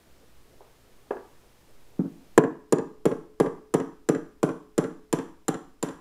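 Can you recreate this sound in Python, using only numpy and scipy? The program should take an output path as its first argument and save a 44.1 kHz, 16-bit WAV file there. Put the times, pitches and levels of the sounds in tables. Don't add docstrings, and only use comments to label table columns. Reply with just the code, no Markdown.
import sys
import numpy as np
from scipy import signal
from scipy.fft import rfft, irfft, next_fast_len
from scipy.io import wavfile
from scipy.ndimage import map_coordinates

SR = 44100
rng = np.random.default_rng(int(sys.argv[2]) if len(sys.argv) > 2 else 0)


def convert_level_to_amplitude(level_db):
    exponent = np.asarray(level_db, float) / 20
    return 10 ** exponent


def wav_record(signal):
    frames = np.transpose(np.atleast_2d(signal))
    bounded = np.clip(frames, -1, 1)
    quanta = np.round(bounded * 32767).astype(np.int16)
    wavfile.write(sys.argv[1], SR, quanta)


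N = 264820

# frequency in Hz, level in dB per Hz.
AIR = [(26, -48.5), (50, -11), (130, -7), (420, -9), (520, -12.5), (2280, -19.5), (15600, -28.5),
       (15850, -74.5)]
# frequency in Hz, level in dB per Hz.
STIR = [(120, -34.5), (250, 0.5), (450, 4.0), (1000, -9.5), (2500, -33.5)]
# frequency in Hz, level in dB per Hz.
DRIFT = [(1, 2), (4, 0), (12, -20), (30, -15), (48, -23.5), (75, -20), (110, -82.5)]
# start in seconds, peak in dB, clank in dB re peak, rise in seconds, struck part (index).
TAPS = [
    (.606, -40, -10, 0.0031, 0),
    (1.1074, -14.5, -14, 0.0033, 1.2),
    (1.9925, -8, -31, .007, 2),
]
# frequency in Hz, level in dB, t60 in seconds.
PART_MODES = [
    [(404, -5, 0.078), (513, -0.5, 0.053), (846, 2, .05), (950, 4, .05)],
    [(282, -24, 0.057), (415, 5, 0.031), (474, 0.5, 0.033), (694, -5.5, 0.053), (980, -5, 0.026),
     (1126, -9.5, 0.036), (1700, -13, 0.03), (2590, -19.5, .015), (3200, -16, 0.011)],
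    [(137, -13.5, 0.07), (188.8, 4, 0.054), (227, 0.5, 0.069), (268, 2, 0.066), (318, -1.5, 0.06),
     (395, -9.5, 0.05), (544, -9.5, .04), (835, -25, 0.055), (1326, -29, .04)],
]
# frequency in Hz, level in dB per Hz.
SOFT_CLANK = [(250, -15.5), (500, 0.5), (1100, -6.5), (1700, -17.5), (2300, -27.5), (4000, -46)]
# frequency in Hz, t60 in seconds.
GARAGE_T60 = [(100, 0.65), (260, 0.35), (700, 0.39), (1800, 0.47), (5000, 0.59), (13000, 0.21)]
# frequency in Hz, level in dB.
TAIL_COLOUR = [(60, -26), (170, -8.5), (300, 2), (480, -4), (1100, 3), (3500, -14.5), (7300, -15.5),
               (15000, -19)]
# delays in seconds, then their levels in dB.
WALL_S = [.0195, .046, .0623, .1246]
WALL_DB = [-17, -21, -12, -30.5]
# frequency in Hz, level in dB.
WALL_COLOUR = [(100, 4), (600, -2.5), (1500, -9.5), (4000, -34.5), (9000, -51.5)]
# frequency in Hz, level in dB.
FAR_ECHO_COLOUR = [(200, -40), (700, -24.5), (1500, -6.5), (3600, -14), (7500, -19.5), (11000, -28.5),
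                   (14000, -43)]
# start in seconds, push into the frame in dB, steel-on-steel sharpness in dB,
# grip of the race in its seat in dB, shake of loose parts in dB.
BLOWS = [(2.3771, 2, -20, 1.5, -40.5), (2.7237, -2.5, -12.5, 7.5, -41.5), (3.0542, -2, -22.5, 4, -35.5),
         (3.3997, -1.5, -23, 4.5, -36), (3.7394, -2, -17, 3, -33.5), (4.0882, -2.5, -17, 4, -35),
         (4.4295, -2.5, -21, -1.5, -34.5), (4.7788, -2.5, -16.5, 0, -33), (5.1270, -4, -14, -7, -30.5),
         (5.4815, -5.5, -12.5, -9.5, -33.5), (5.8265, -9, -15.5, -7.5, -31.5)]
# frequency in Hz, level in dB, t60 in seconds.
KNOCK_MODES = [(414.5, 5.5, 0.022), (575, -11, .03), (671, -12.5, 0.044), (810, -9, 0.044),
               (967, -8.5, 0.044), (1155, -20, 0.04), (1639, -13.5, 0.07)]
# frequency in Hz, level in dB, t60 in seconds.
ROCK_MODES = [(131.6, -23.5, 0.027), (183.7, -4, 0.048), (212, -3, 0.024), (276.2, -5.5, 0.057),
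              (321.2, 7.5, 0.024), (410.2, 3.5, 0.04), (427.8, -39.5, 1.5)]
# frequency in Hz, level in dB per Hz.
CLANK = [(350, -47), (600, -1.5), (1000, -2), (1650, -9.5), (2300, -14.5), (3500, -17.5), (4600, -23.5),
         (6000, -46.5)]
# frequency in Hz, level in dB, t60 in seconds.
PUNCH_MODES = [(3600, -12, 0.0084), (4004, -10.5, 0.018), (4760, -31.5, 0.013), (5864, -9, 0.014),
               (7220, -4.5, 0.017), (7234, 6, 0.015), (7500, -18.5, .016), (8100, -3.5, 0.014),
               (8900, -9, 0.012), (9640, -1, 0.018), (12400, -13, 0.0043), (13700, -6.5, .01),
               (14900, -6.5, .01)]
# frequency in Hz, level in dB per Hz.
CRACK = [(1000, -9), (3000, 3.5), (12000, 3.0), (16000, -10.0)]
# frequency in Hz, level in dB per Hz.
LOOSE = [(1000, 0.5), (1650, -9), (2400, -14), (3300, -15.5), (4600, -21.5), (6000, -15), (15000, -25),
         (16000, -63)]
# centres in Hz, then width, lift and its scatter from blow to blow.
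LOOSE_BANDS_HZ, BAND_WIDTH_HZ, BAND_DB, BAND_SCATTER_DB = [1650, 3250, 5850, 7400, 9300, 10200], 330, 7, 2

STIR_DB, STIR_SWELL_DB, STIR_SPAN_S = -67, 3.5, 0.091
WHINE_HZ, WHINE_DB, DRIFT_DB = 5120, -85.5, -55
FAR_ECHO_S, TAIL_DB = 0.0602, -4.0
SHIFTING = 0.52
CONTACT_S = 0.0003
SEAT_HZ, SEAT_WIDTH_HZ = 464, 63
FREED_HZ, FREED_SHARE = 965, 0.67
FRAME_DB, ROCK_DB, ROCK_LAG_S = -2.0, 1, 0.00827
CLANK_DB, CLANK_FOLLOWS = -11.5, 1
CRACK_DB, CRACK_FOLLOWS = -13, 0.54
MIC_LOW_HZ, MIC_HIGH_HZ = 137.3, 12700
GAIN_DROP_DB, GAIN_LAG_S, GAIN_ATTACK_S = -7.5, 0.007, 0.0028
OVERLOAD, KNEE = 0.9, 5


def unit(x):
    return x / np.sqrt(np.mean(x ** 2) + 1e-20)


def along(points, hz):
    f, v = np.transpose(points)
    return np.interp(np.log(hz + 0.1), np.log(f + 0.1), v)


def coloured(x, spectrum):
    m = next_fast_len(len(x) + 8192)
    gain = convert_level_to_amplitude(along(spectrum, np.fft.rfftfreq(m, 1 / SR)))
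    return irfft(rfft(x, m) * gain, m)[:len(x)]


def stir():
    t = np.arange(N) / SR
    lumps = convert_level_to_amplitude(3 * map_coordinates(rng.standard_normal(200), [t * 30]))
    busy = sum(np.exp(-((t - tap[0]) / STIR_SPAN_S) ** 2) for tap in TAPS)
    rustle = unit(lumps * coloured(rng.standard_normal(N), STIR))
    return convert_level_to_amplitude(STIR_DB + STIR_SWELL_DB * busy) * rustle


def background():
    air = convert_level_to_amplitude(-61.5) * unit(coloured(rng.standard_normal(N), AIR))
    hum = convert_level_to_amplitude(-68.5) * np.sin(2 * np.pi * 120 * np.arange(N) / SR)
    return air + hum + stir()


def camera_noise():
    whine = convert_level_to_amplitude(WHINE_DB) * np.sin(2 * np.pi * WHINE_HZ * np.arange(N) / SR)
    drift = convert_level_to_amplitude(DRIFT_DB) * unit(coloured(rng.standard_normal(N), DRIFT))
    return whine + drift


def ringing(modes, t, rise):
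    t = np.clip(t, 0, None)
    hz, db, t60 = np.transpose(modes)[:, :, None]
    high = hz > 600
    t60 = np.minimum(t60, np.where(hz > 520, 0.026, 2))
    db = db + np.where(high, 1.8, 0.8) * rng.standard_normal(hz.shape)
    hz = hz * (1 + np.where(high, 0.012, 0.004) * rng.standard_normal(hz.shape))
    tones = convert_level_to_amplitude(db - 60 * t / t60) * np.sin(2 * np.pi * hz * t)
    return tones.sum(0) * (1 - np.exp(-t / rise))


def burst(spectrum, t, t60, rise):
    noise = unit(coloured(rng.standard_normal(len(t)), spectrum))
    return noise * convert_level_to_amplitude(-60 * t / t60) * (1 - np.exp(-t / rise))


def taps():
    out, t = np.zeros(N + SR), np.arange(SR // 2) / SR
    for s, db, clank_db, rise, part in TAPS:
        ring = ringing(PART_MODES[int(part)], t, rise)
        clank = convert_level_to_amplitude(clank_db) * burst(SOFT_CLANK, t, 0.12, 0.0062)
        out[round(s * SR):][:len(t)] += convert_level_to_amplitude(db) * (ring + clank)
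    return out[:N]


def delayed(x, s):
    return np.pad(x, (round(s * SR), 0))[:N]


def decay():
    hz, t, z = signal.stft(rng.standard_normal(SR // 2 + 4096), SR, nperseg=256)
    fade = convert_level_to_amplitude(-60 * t / along(GARAGE_T60, hz)[:, None])
    tail = signal.istft(z * fade, SR, nperseg=256)[1]
    build_up = 1 - np.exp(-np.arange(len(tail)) / SR / 0.015)
    return tail / np.linalg.norm(tail) * build_up


def garage(x):
    starts = [round(row[0] * SR) for row in [*TAPS, *BLOWS]] + [N]
    lasting, diffuse = decay(), np.zeros(N + SR)
    for a, b in zip(starts, starts[1:]):
        room = np.sqrt(1 - SHIFTING) * lasting + np.sqrt(SHIFTING) * decay()
        answer = signal.fftconvolve(x[a:b], room)
        diffuse[a:][:len(answer)] += answer
    tail = convert_level_to_amplitude(TAIL_DB) * coloured(diffuse[:N], TAIL_COLOUR)
    echoes = sum(convert_level_to_amplitude(db) * delayed(x, s) for s, db in zip(WALL_S, WALL_DB))
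    far_echo = coloured(delayed(x, FAR_ECHO_S), FAR_ECHO_COLOUR)
    return tail + coloured(echoes, WALL_COLOUR) + far_echo


def seated(modes, grip_db):
    def near(hz, centre_hz):
        return np.exp(-((hz - centre_hz) / SEAT_WIDTH_HZ) ** 2)

    def lift(hz):
        return grip_db * (near(hz, SEAT_HZ) - FREED_SHARE * near(hz, FREED_HZ))

    return [(hz, db + lift(hz), t60) for hz, db, t60 in modes]


def frame_knock(t, push_db, grip_db):
    knock = ringing(seated(KNOCK_MODES, grip_db), t, 0.0011)
    rocking = ringing(seated(ROCK_MODES, grip_db), t - ROCK_LAG_S, 0.0014)
    clank = convert_level_to_amplitude(CLANK_DB + CLANK_FOLLOWS * push_db) * burst(CLANK, t, 0.075, 0.00067)
    frame = convert_level_to_amplitude(push_db) * (knock + convert_level_to_amplitude(ROCK_DB) * rocking) + clank
    push = np.hanning(3 + int(CONTACT_S * SR))
    return signal.fftconvolve(frame, push / push.sum())[:len(t)]


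def punch_ring(t, sharp_db):
    ring = convert_level_to_amplitude(sharp_db) * ringing(PUNCH_MODES, t, 0.0012)
    crack = convert_level_to_amplitude(CRACK_DB + CRACK_FOLLOWS * sharp_db) * burst(CRACK, t, 0.033, 0.0006)
    return ring + crack


def rattle(t):
    hz = np.geomspace(900, 16000, 90)
    bands = np.exp(-((hz - np.c_[LOOSE_BANDS_HZ]) / BAND_WIDTH_HZ) ** 2)
    band_db = BAND_DB + BAND_SCATTER_DB * rng.standard_normal(len(LOOSE_BANDS_HZ))
    return burst(np.c_[hz, along(LOOSE, hz) + band_db @ bands], t, 0.4, 0.00043)


def blows():
    out, t = np.zeros(N + SR), np.arange(SR // 2) / SR
    for s, push_db, sharp_db, grip_db, rattle_db in BLOWS:
        hit = convert_level_to_amplitude(FRAME_DB) * frame_knock(t, push_db, grip_db)
        hit = hit + punch_ring(t, sharp_db) + convert_level_to_amplitude(rattle_db) * rattle(t)
        out[round(s * SR):][:len(t)] += hit
    return out[:N]


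def microphone(x):
    low_cut = signal.butter(6, MIC_LOW_HZ, "high", fs=SR, output="sos")
    high_cut = signal.butter(2, MIC_HIGH_HZ, fs=SR, output="sos")
    return signal.sosfilt(np.vstack([low_cut, high_cut]), x)


def scene():
    hits = blows() + taps()
    return (microphone(hits + garage(hits)) + background())[None]


def gain_control(x):
    since_blow = np.arange(N) / SR - BLOWS[0][0]
    return x * convert_level_to_amplitude(GAIN_DROP_DB * np.clip((since_blow - GAIN_LAG_S) / GAIN_ATTACK_S, 0, 1))


def overload(x):
    return x / (1 + np.abs(x / OVERLOAD) ** KNEE) ** (1 / KNEE)


def top_cut(x):
    return signal.sosfilt(signal.butter(12, 16570, fs=SR, output="sos"), x)


def record(dry):
    mix = overload(gain_control(dry)) + camera_noise()
    return top_cut(mix)


dry = scene()
out = record(dry)
wav_record(out)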